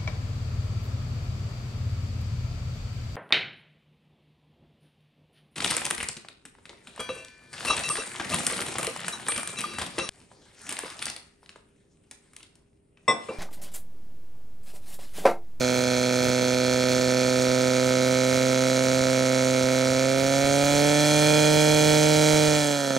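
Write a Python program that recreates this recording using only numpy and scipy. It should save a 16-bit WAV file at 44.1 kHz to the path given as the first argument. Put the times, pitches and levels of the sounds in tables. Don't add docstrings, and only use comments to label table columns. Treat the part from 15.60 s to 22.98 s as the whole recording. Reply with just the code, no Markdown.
import sys
import numpy as np
from scipy import signal
from scipy.fft import rfft, irfft, next_fast_len
from scipy.io import wavfile

SR = 44100
rng = np.random.default_rng(int(sys.argv[2]) if len(sys.argv) > 2 else 0)


def unload_wav(signal):
    wavfile.write(
        sys.argv[1],
        SR,
        np.round(np.clip(np.atleast_2d(signal).T, -1, 1) * 32767).astype(np.int16),
    )


N = 325458
SIZE = next_fast_len(N + SR)
HZ = np.maximum(np.arange(SIZE // 2 + 1) * SR / SIZE, 1)
TIME = np.arange(N) / SR

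# [t/s, level/dB]
RUMBLE = [(0, -38.5), (4.3, -44), (5.1, -36.5), (5.6, -35.5), (6.8, -34.5), (6.95, -37), (7.38, -61)]
# [t/s, peak level/dB]
THUMPS = [(0.689, -30), (1.48, -29), (1.888, -30), (2.308, -34), (3.411, -27), (4.041, -26), (4.308, -28),
          (4.846, -25), (4.903, -25), (5.122, -31), (5.161, -27), (6.139, -29), (6.463, -30), (6.882, -22)]
SOFT_THUMPS_PER_S, SOFT_THUMPS_END_S = 4, 6.9
SOFT_THUMP_DB, SOFT_THUMP_SPREAD_DB = -42, 3
SIDE_TILT_DB = 1.5

# [t/s, f/Hz]
FIRING = [(0, 125.7), (.3, 125.5), (.6, 125.64), (.9, 126.23), (1.2, 126.57), (1.6, 127.15), (2, 127.49),
          (2.4, 128.01), (2.8, 128.93), (3.1, 129.55), (3.4, 130.17), (3.7, 129.59), (4, 129.09),
          (4.2, 129.67), (4.35, 130.54), (4.55, 133.61), (4.8, 137.77), (5.05, 142.13), (5.25, 146.34),
          (5.45, 149.02), (5.7, 150.86), (5.95, 151.64), (6.2, 151.63), (6.5, 152.18), (6.75, 152.57),
          (6.87, 151.23), (6.97, 149.41), (7.07, 145.75), (7.17, 142.13), (7.27, 137.46), (7.38, 132.37)]
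# [t/s, boom level/dB, load/0-1]
ENGINE = [(0, -24, 0), (0.599, -24, 0), (1.199, -24, 0), (2, -23.5, 0), (2.998, -23, 0), (3.4, -23, 0),
          (3.898, -23, 0.01), (4.25, -23, 0), (4.549, -23.5, 0.03), (5.15, -21.5, 0.42), (5.449, -21, 0.53),
          (5.699, -21, 0.6), (6.098, -21.5, 0.72), (6.748, -21, 0.58), (6.95, -22.5, 0.5),
          (7.049, -24.5, 0.74), (7.25, -27.5, 0.5), (7.38, -26.5, 0.25)]
# [boom level/dB, lateness/share of a firing period, negative is early]
CYLINDERS = [(3.34, 0.0098), (2.3, 0.0092), (2.5, -0.0078), (2.5, -0.01)]
# [t/s, strength level/dB]
POPS = [(7.306, 5), (7.366, 5)]
UNEVEN_DB = (.55, .15)
SHUTS_S, SHUT_UNEVEN_DB = (7.0, 7.2), .6

# [f/Hz, relative level/dB]
CRACK_LIGHT = [(600, -18.5), (950, -6), (1110, -17), (1250, 0.5), (1350, 5), (1450, 0.5), (1560, -2),
               (1650, -9), (2000, -8.5), (2120, -0.5), (2450, 1.5), (2600, -9.5), (2760, -12), (3150, -15),
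               (3300, -7), (3750, -8), (4200, -8), (4700, -11.5), (5300, -10), (6500, -9.5), (11800, -25.5),
               (15600, -42)]
CRACK_FULL = [(600, -21), (950, 3), (1190, -17.5), (1340, 4.5), (1530, -2.5), (1640, -4.5), (2050, -5.5),
              (2250, 1), (2420, 7), (2600, -14), (2700, -18), (2880, -1.5), (3050, -13), (3300, 2),
              (3680, -12), (3950, -2), (4400, -9), (4600, -15), (4900, -2.5), (5300, -8.5), (7300, -4),
              (11800, -17.5), (15600, -29)]
CRACK_DB = (-6, -2.5)
# slip of each crack (s), its spread (dB), share of the cylinder's lateness
SLIP_S, CRACK_SPREAD_DB, LATE_SHARE = (1.2e-5, 4e-6), (.6, .3), (.4, .15)
RING_HZ = (1600, 1800, 2300, 3500, 4200)
RINGS_LIGHT = [(2.5, 0, .5, 1, 0), (-9, -2, .3, -2, -2), (3.5, 2, -1.5, -1, 1), (-8, 0, 1, 0, 1)]
RINGS_FULL = [(1, -1, -1.5, -2, -2), (1, 3, 1, 1, 1.5), (-2, -5, 0, -1, -1), (0, 1, 1, 2, 1)]
# [f/Hz, level/dB]
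RATTLE_COLOUR = [(1600, -6), (2200, 0)]
# [delay/s, level/dB]
REBOUNDS = [(.002, -9), (.0046, -8)]
REBOUND_SPREAD_S = .0003
# [f/Hz, level/dB]
REBOUND_COLOUR = [(1500, -12), (2300, -7), (3000, 1.5), (3600, -4), (6000, 1.5)]
# [f/Hz, level/dB]
GAS = [(900, -12), (1400, -13), (2500, -8.5), (4200, -8), (6000, -3.5), (10000, -1), (16000, -3)]
# [f/Hz, width/Hz, lift/dB]
SHELL = [(1782, 62, 7), (2453, 100, -3.5), (3213, 330, 4), (4010, 46, 9), (4200, 130, 1.5), (4340, 190, 8),
         (4840, 120, 4.5), (5620, 140, 7.5), (6180, 107, 7.5), (6600, 110, 8.5), (7360, 91, 7.5),
         (8430, 55, 9), (9340, 91, 6.5), (11600, 160, 3)]
DRIFT_S, DRIFT_SPREAD_S, DRIFTS_PER_S, DRIFT_DB = .0011, .00004, 1.2, -14
# [t/s, extra share, negative weakens]
BRIGHT = [(0, 0.14), (1.3, 0.27), (2.2, 0.049), (3.5, -0.045), (4.5, -0.085), (5.6, -0.041), (6.4, 0.11),
          (7.38, 0.034)]
BRIGHT_HZ, BRIGHT_WIDTH_HZ = 4500, 2400
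# [f/Hz, level/dB]
SHUT_COLOUR = [(1300, 3.5), (1800, 3.5), (2200, -5), (2800, -0.5), (4000, 0)]

# [f/Hz, relative level/dB]
BOOM_LIGHT = [(30, -43), (70, -21), (128, 12), (256, 18), (385, 10.5), (420, 9), (515, 19), (570, 18),
              (645, 12), (700, 14), (770, 0.5), (850, 2), (900, -2), (1050, -5), (1300, -93)]
BOOM_FULL = [(30, -48), (70, -32), (135, 11), (152, 25.5), (300, 26), (420, 13), (455, 22), (540, 25),
             (605, 25), (700, 19), (760, 17), (910, 14.5), (1060, -3.5), (1300, -52)]
BOOM_LAG_S, BOOM_RING = .0015, .1
BOOM_SLIP_S = 1.5e-5
CHAMBER_HZ, CHAMBER_WIDTH_HZ, CHAMBER_HOLD_S = 290, 120, .0007

# [delay/s, level/dB], strongest around one band
ECHOES = [(.055, -6), (0.131, -32)]
ECHO_HZ, ECHO_WIDTH_HZ = 432, 78
# [f/Hz, level/dB]
SCATTER = [(100, -32), (900, -26), (1500, -15), (2500, -14), (5000, -24), (9000, -20), (13000, -5)]
# [f/Hz, level/dB]
BLUR = [(400, -32.5), (800, -24), (1100, -9), (1400, -15), (2500, -15), (4500, -26), (8000, -24),
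        (13000, -10)]
# [f/Hz, left minus right level/dB]
BALANCE_DB = [(60, 0), (140, -4.5), (256, -2), (300, 0.5), (385, -8.5), (455, -9), (515, -7), (600, -4),
              (700, -8.5), (900, -7.5), (1290, -6), (2380, -7), (4400, -2), (8120, -3.5), (15000, -4.5)]
# [f/Hz, phase by which left leads/rad]
LEAD = [(60, 0), (128, 0.24), (152, 0.58), (256, -0.43), (300, -0.53), (385, -1.4), (455, -1.66), (515, .1),
        (600, -0.59), (760, -0.14), (910, -0.3), (1060, -1.75), (1210, 1), (1460, 0.2), (1890, -0.4),
        (2150, -0.096), (3100, -1.3), (3450, 0.72), (4740, 0.19)]
TOP_HZ = 15780


def undb(db):
    return 10 ** (np.asarray(db) / 20)


def level(x, db):
    return x * undb(db) / np.sqrt(np.mean(x ** 2))


def over_hz(table):
    hz, value = np.transpose(table)
    return np.interp(np.log(HZ), np.log(np.maximum(hz, 1)), value)


def over_time(table):
    return np.interp(TIME, *np.transpose(table))


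def wander(rate):
    return np.interp(TIME * rate, np.arange(N), rng.standard_normal(N))


def blend(pair, load):
    return pair[0] + (pair[1] - pair[0]) * load


def resonance(hz, width_hz):
    return 1 / (1 + ((HZ - hz) / width_hz * 2) ** 2)


def delay(s):
    return np.exp(-2j * np.pi * HZ * s)


def causal(db):
    cepstrum = irfft(db * np.log(10) / 20, SIZE)
    cepstrum[1:SIZE // 2] *= 2
    cepstrum[SIZE // 2 + 1:] = 0
    return np.exp(rfft(cepstrum))


def shape(x, response):
    return irfft(rfft(x, SIZE) * response, SIZE)[..., :N]


def clicks(at_s, size):
    pad = 16
    out = np.zeros(N + 64)
    at = at_s * SR + pad
    tap = np.floor(at)[:, None] + np.arange(-7, 9)
    offset = tap - at[:, None]
    pulse = np.sinc(offset) * np.cos(np.pi * offset / 16) ** 2
    np.add.at(out, tap.astype(int), size[:, None] * pulse)
    return out[pad:N + pad]


def rumble(alike=0.36, gust_db=-3.0):
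    noise = rng.standard_normal((3, N))
    sides = alike * noise[0] + np.sqrt(1 - alike ** 2) * noise[1:]
    sides = sides * undb(gust_db * wander(23))
    colour = [(15, -25), (35, -20.0), (70, -16.5), (110, -12.5), (250, -20), (600, -17), (1500, -41)]
    low = shape(sides, undb(over_hz(colour)))
    return level(low, 0) * undb(over_time(RUMBLE))


def firings(load):
    hz = over_time(FIRING)
    turns = np.cumsum(hz) / SR + .04
    count = np.arange(1, int(turns[-1]) + 1)
    at = np.interp(count, turns, TIME)
    period = 1 / np.interp(at, TIME, hz)
    chance = rng.standard_normal((len(at), 4))
    spread_db = blend(UNEVEN_DB, np.interp(at, TIME, load))
    spread_db = spread_db + np.interp(at, SHUTS_S, (0, SHUT_UNEVEN_DB))
    strength_db = spread_db * np.diff(chance[:, 0], prepend=0) / np.sqrt(2)
    for s, db in POPS:
        nearest = np.argmin(abs(at + BOOM_LAG_S - s))
        strength_db[nearest] = db
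    return at, period, count % 4, strength_db, chance[:, 1:], turns % 1


def gas_hiss(phase):
    fade = 0.28 + .5 * np.exp(-phase / 0.5) + 0.77 * np.exp(-phase / 0.07)
    return rng.standard_normal(N) * fade * undb(1.15 * wander(70))


def rattle(db, t60_s=0.036):
    tail = rng.standard_normal(1500) * np.exp(-np.log(1000) * TIME[:1500] / t60_s)
    return rfft(undb(db) * tail / np.sqrt(np.sum(tail ** 2)), SIZE)


def cylinder_response(rattle_db=-15.0):
    rebounds = 0
    for s, db in REBOUNDS:
        path_s = s + REBOUND_SPREAD_S * rng.uniform(-0.99, 1)
        rebounds = rebounds + undb(db) * delay(path_s)
    rebounds = rebounds * causal(over_hz(REBOUND_COLOUR))
    click_and_tail = rattle(rattle_db) * causal(over_hz(RATTLE_COLOUR)) - 0.5
    return click_and_tail * (1 + rebounds)


def crack(at, period, cylinder, strength_db, chance, phase, load):
    light, full = 0, 0
    for k, (_, late) in enumerate(CYLINDERS):
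        mine = cylinder == k
        own = cylinder_response()
        now = np.interp(at[mine], TIME, load)
        slip_s = blend(LATE_SHARE, now) * late * period[mine] + blend(SLIP_S, now) * chance[mine, 0]
        blow_db = .65 * strength_db[mine] + blend(CRACK_SPREAD_DB, now) * chance[mine, 1]
        blows = clicks(at[mine] + slip_s, undb(blow_db))
        light = light + shape(blows, own * causal(over_hz(list(zip(RING_HZ, RINGS_LIGHT[k])))))
        full = full + shape(blows, own * causal(over_hz(list(zip(RING_HZ, RINGS_FULL[k])))))
    gas = level(gas_hiss(phase), 0)
    gas_share = np.minimum(undb(over_hz(GAS)), .99)
    shell_db = sum(db * resonance(hz, width) for hz, width, db in SHELL)
    out = 0
    for rings, colour, weight in ((light, CRACK_LIGHT, 1 - load), (full, CRACK_FULL, load)):
        both = shape(level(rings, 0), np.sqrt(1 - gas_share ** 2)) + shape(gas, gas_share)
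        out = out + weight * level(shape(both, causal(over_hz(colour) + shell_db)), 0)
    return throttle_colour(bright_ring(drifting_rebound(out)))


def drifting_rebound(x):
    delay_s = DRIFT_S + DRIFT_SPREAD_S * wander(DRIFTS_PER_S)
    return x + undb(DRIFT_DB) * np.interp(TIME - delay_s, TIME, x)


def bright_ring(x):
    return x + over_time(BRIGHT) * shape(x, resonance(BRIGHT_HZ, BRIGHT_WIDTH_HZ))


def throttle_colour(x):
    shut = np.interp(TIME, SHUTS_S, (0, 1))
    return (1 - shut) * x + shut * shape(x, causal(over_hz(SHUT_COLOUR)))


def boom(at, period, cylinder, strength_db, chance, load):
    own_db, late = np.array(CYLINDERS)[cylinder].T
    trough_s = at + BOOM_LAG_S + late * period + BOOM_SLIP_S * chance[:, 2]
    blows = clicks(trough_s, -undb(strength_db + own_db))
    held_s = CHAMBER_HOLD_S * np.exp(-((HZ - CHAMBER_HZ) / CHAMBER_WIDTH_HZ) ** 2)
    blows = shape(blows, delay(held_s))
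    out = 0
    for table, weight in ((BOOM_LIGHT, 1 - load), (BOOM_FULL, load)):
        db = over_hz(table)
        response = causal(BOOM_RING * db) * undb((1 - BOOM_RING) * db)
        out = out + weight * level(shape(blows, response), 0)
    return out


def diffuse_hiss(engine, engine_db):
    blur = np.exp(2j * np.pi * rng.random((2, len(HZ)))) * undb(over_hz(BLUR))
    return shape(engine / undb(engine_db), blur) * undb(engine_db)


def scatter(t60_s=.3):
    t = np.arange(SR // 2) / SR
    tail = rng.standard_normal((2, len(t))) * np.exp(-np.log(1000) * t / t60_s)
    tail = tail / np.sqrt(np.sum(tail ** 2, axis=1, keepdims=True))
    return rfft(tail, SIZE) * undb(over_hz(SCATTER))


def walls(x):
    echoes = sum(undb(db) * delay(s) for s, db in ECHOES)
    return shape(x, resonance(ECHO_HZ, ECHO_WIDTH_HZ) * echoes)


def thumps():
    push = undb(over_hz([(15, -25), (35, -2), (80, .1), (200, -10), (600, -20), (1500, -60)]))
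    push = push / np.max(abs(irfft(push, SIZE)))
    count = int(SOFT_THUMPS_PER_S * SOFT_THUMPS_END_S)
    soft_at = rng.uniform(0, SOFT_THUMPS_END_S, count)
    soft_db = SOFT_THUMP_DB + SOFT_THUMP_SPREAD_DB * rng.standard_normal(count)
    at, peak_db = np.r_[THUMPS, np.c_[soft_at, soft_db]].T
    return shape(clicks(at, undb(peak_db)), push)


def scene():
    t, boom_db, load = np.transpose(ENGINE)
    boom_db, load = np.interp(TIME, t, boom_db), np.interp(TIME, t, load)
    at, period, cylinder, strength_db, chance, phase = firings(load)
    cracks = crack(at, period, cylinder, strength_db, chance, phase, load)
    cracks = cracks * undb(boom_db + blend(CRACK_DB, load))
    low = boom(at, period, cylinder, strength_db, chance, load) * undb(boom_db)
    engine = cracks + low + walls(low)
    half = undb(over_hz(BALANCE_DB) / 2) * np.exp(.5j * over_hz(LEAD))
    sides = shape(engine, np.array([half, 1 / half]) * (1 + scatter()))
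    low_layer = (rumble() + thumps()) * undb([[-SIDE_TILT_DB], [SIDE_TILT_DB]])
    return sides + diffuse_hiss(engine, boom_db) + low_layer


def record(dry):
    dry = signal.sosfilt(signal.butter(2, 18, "high", fs=SR, output="sos"), dry)
    return signal.sosfilt(signal.ellip(16, .2, 80, TOP_HZ, fs=SR, output="sos"), dry)


dry = scene()
out = record(dry)
unload_wav(out)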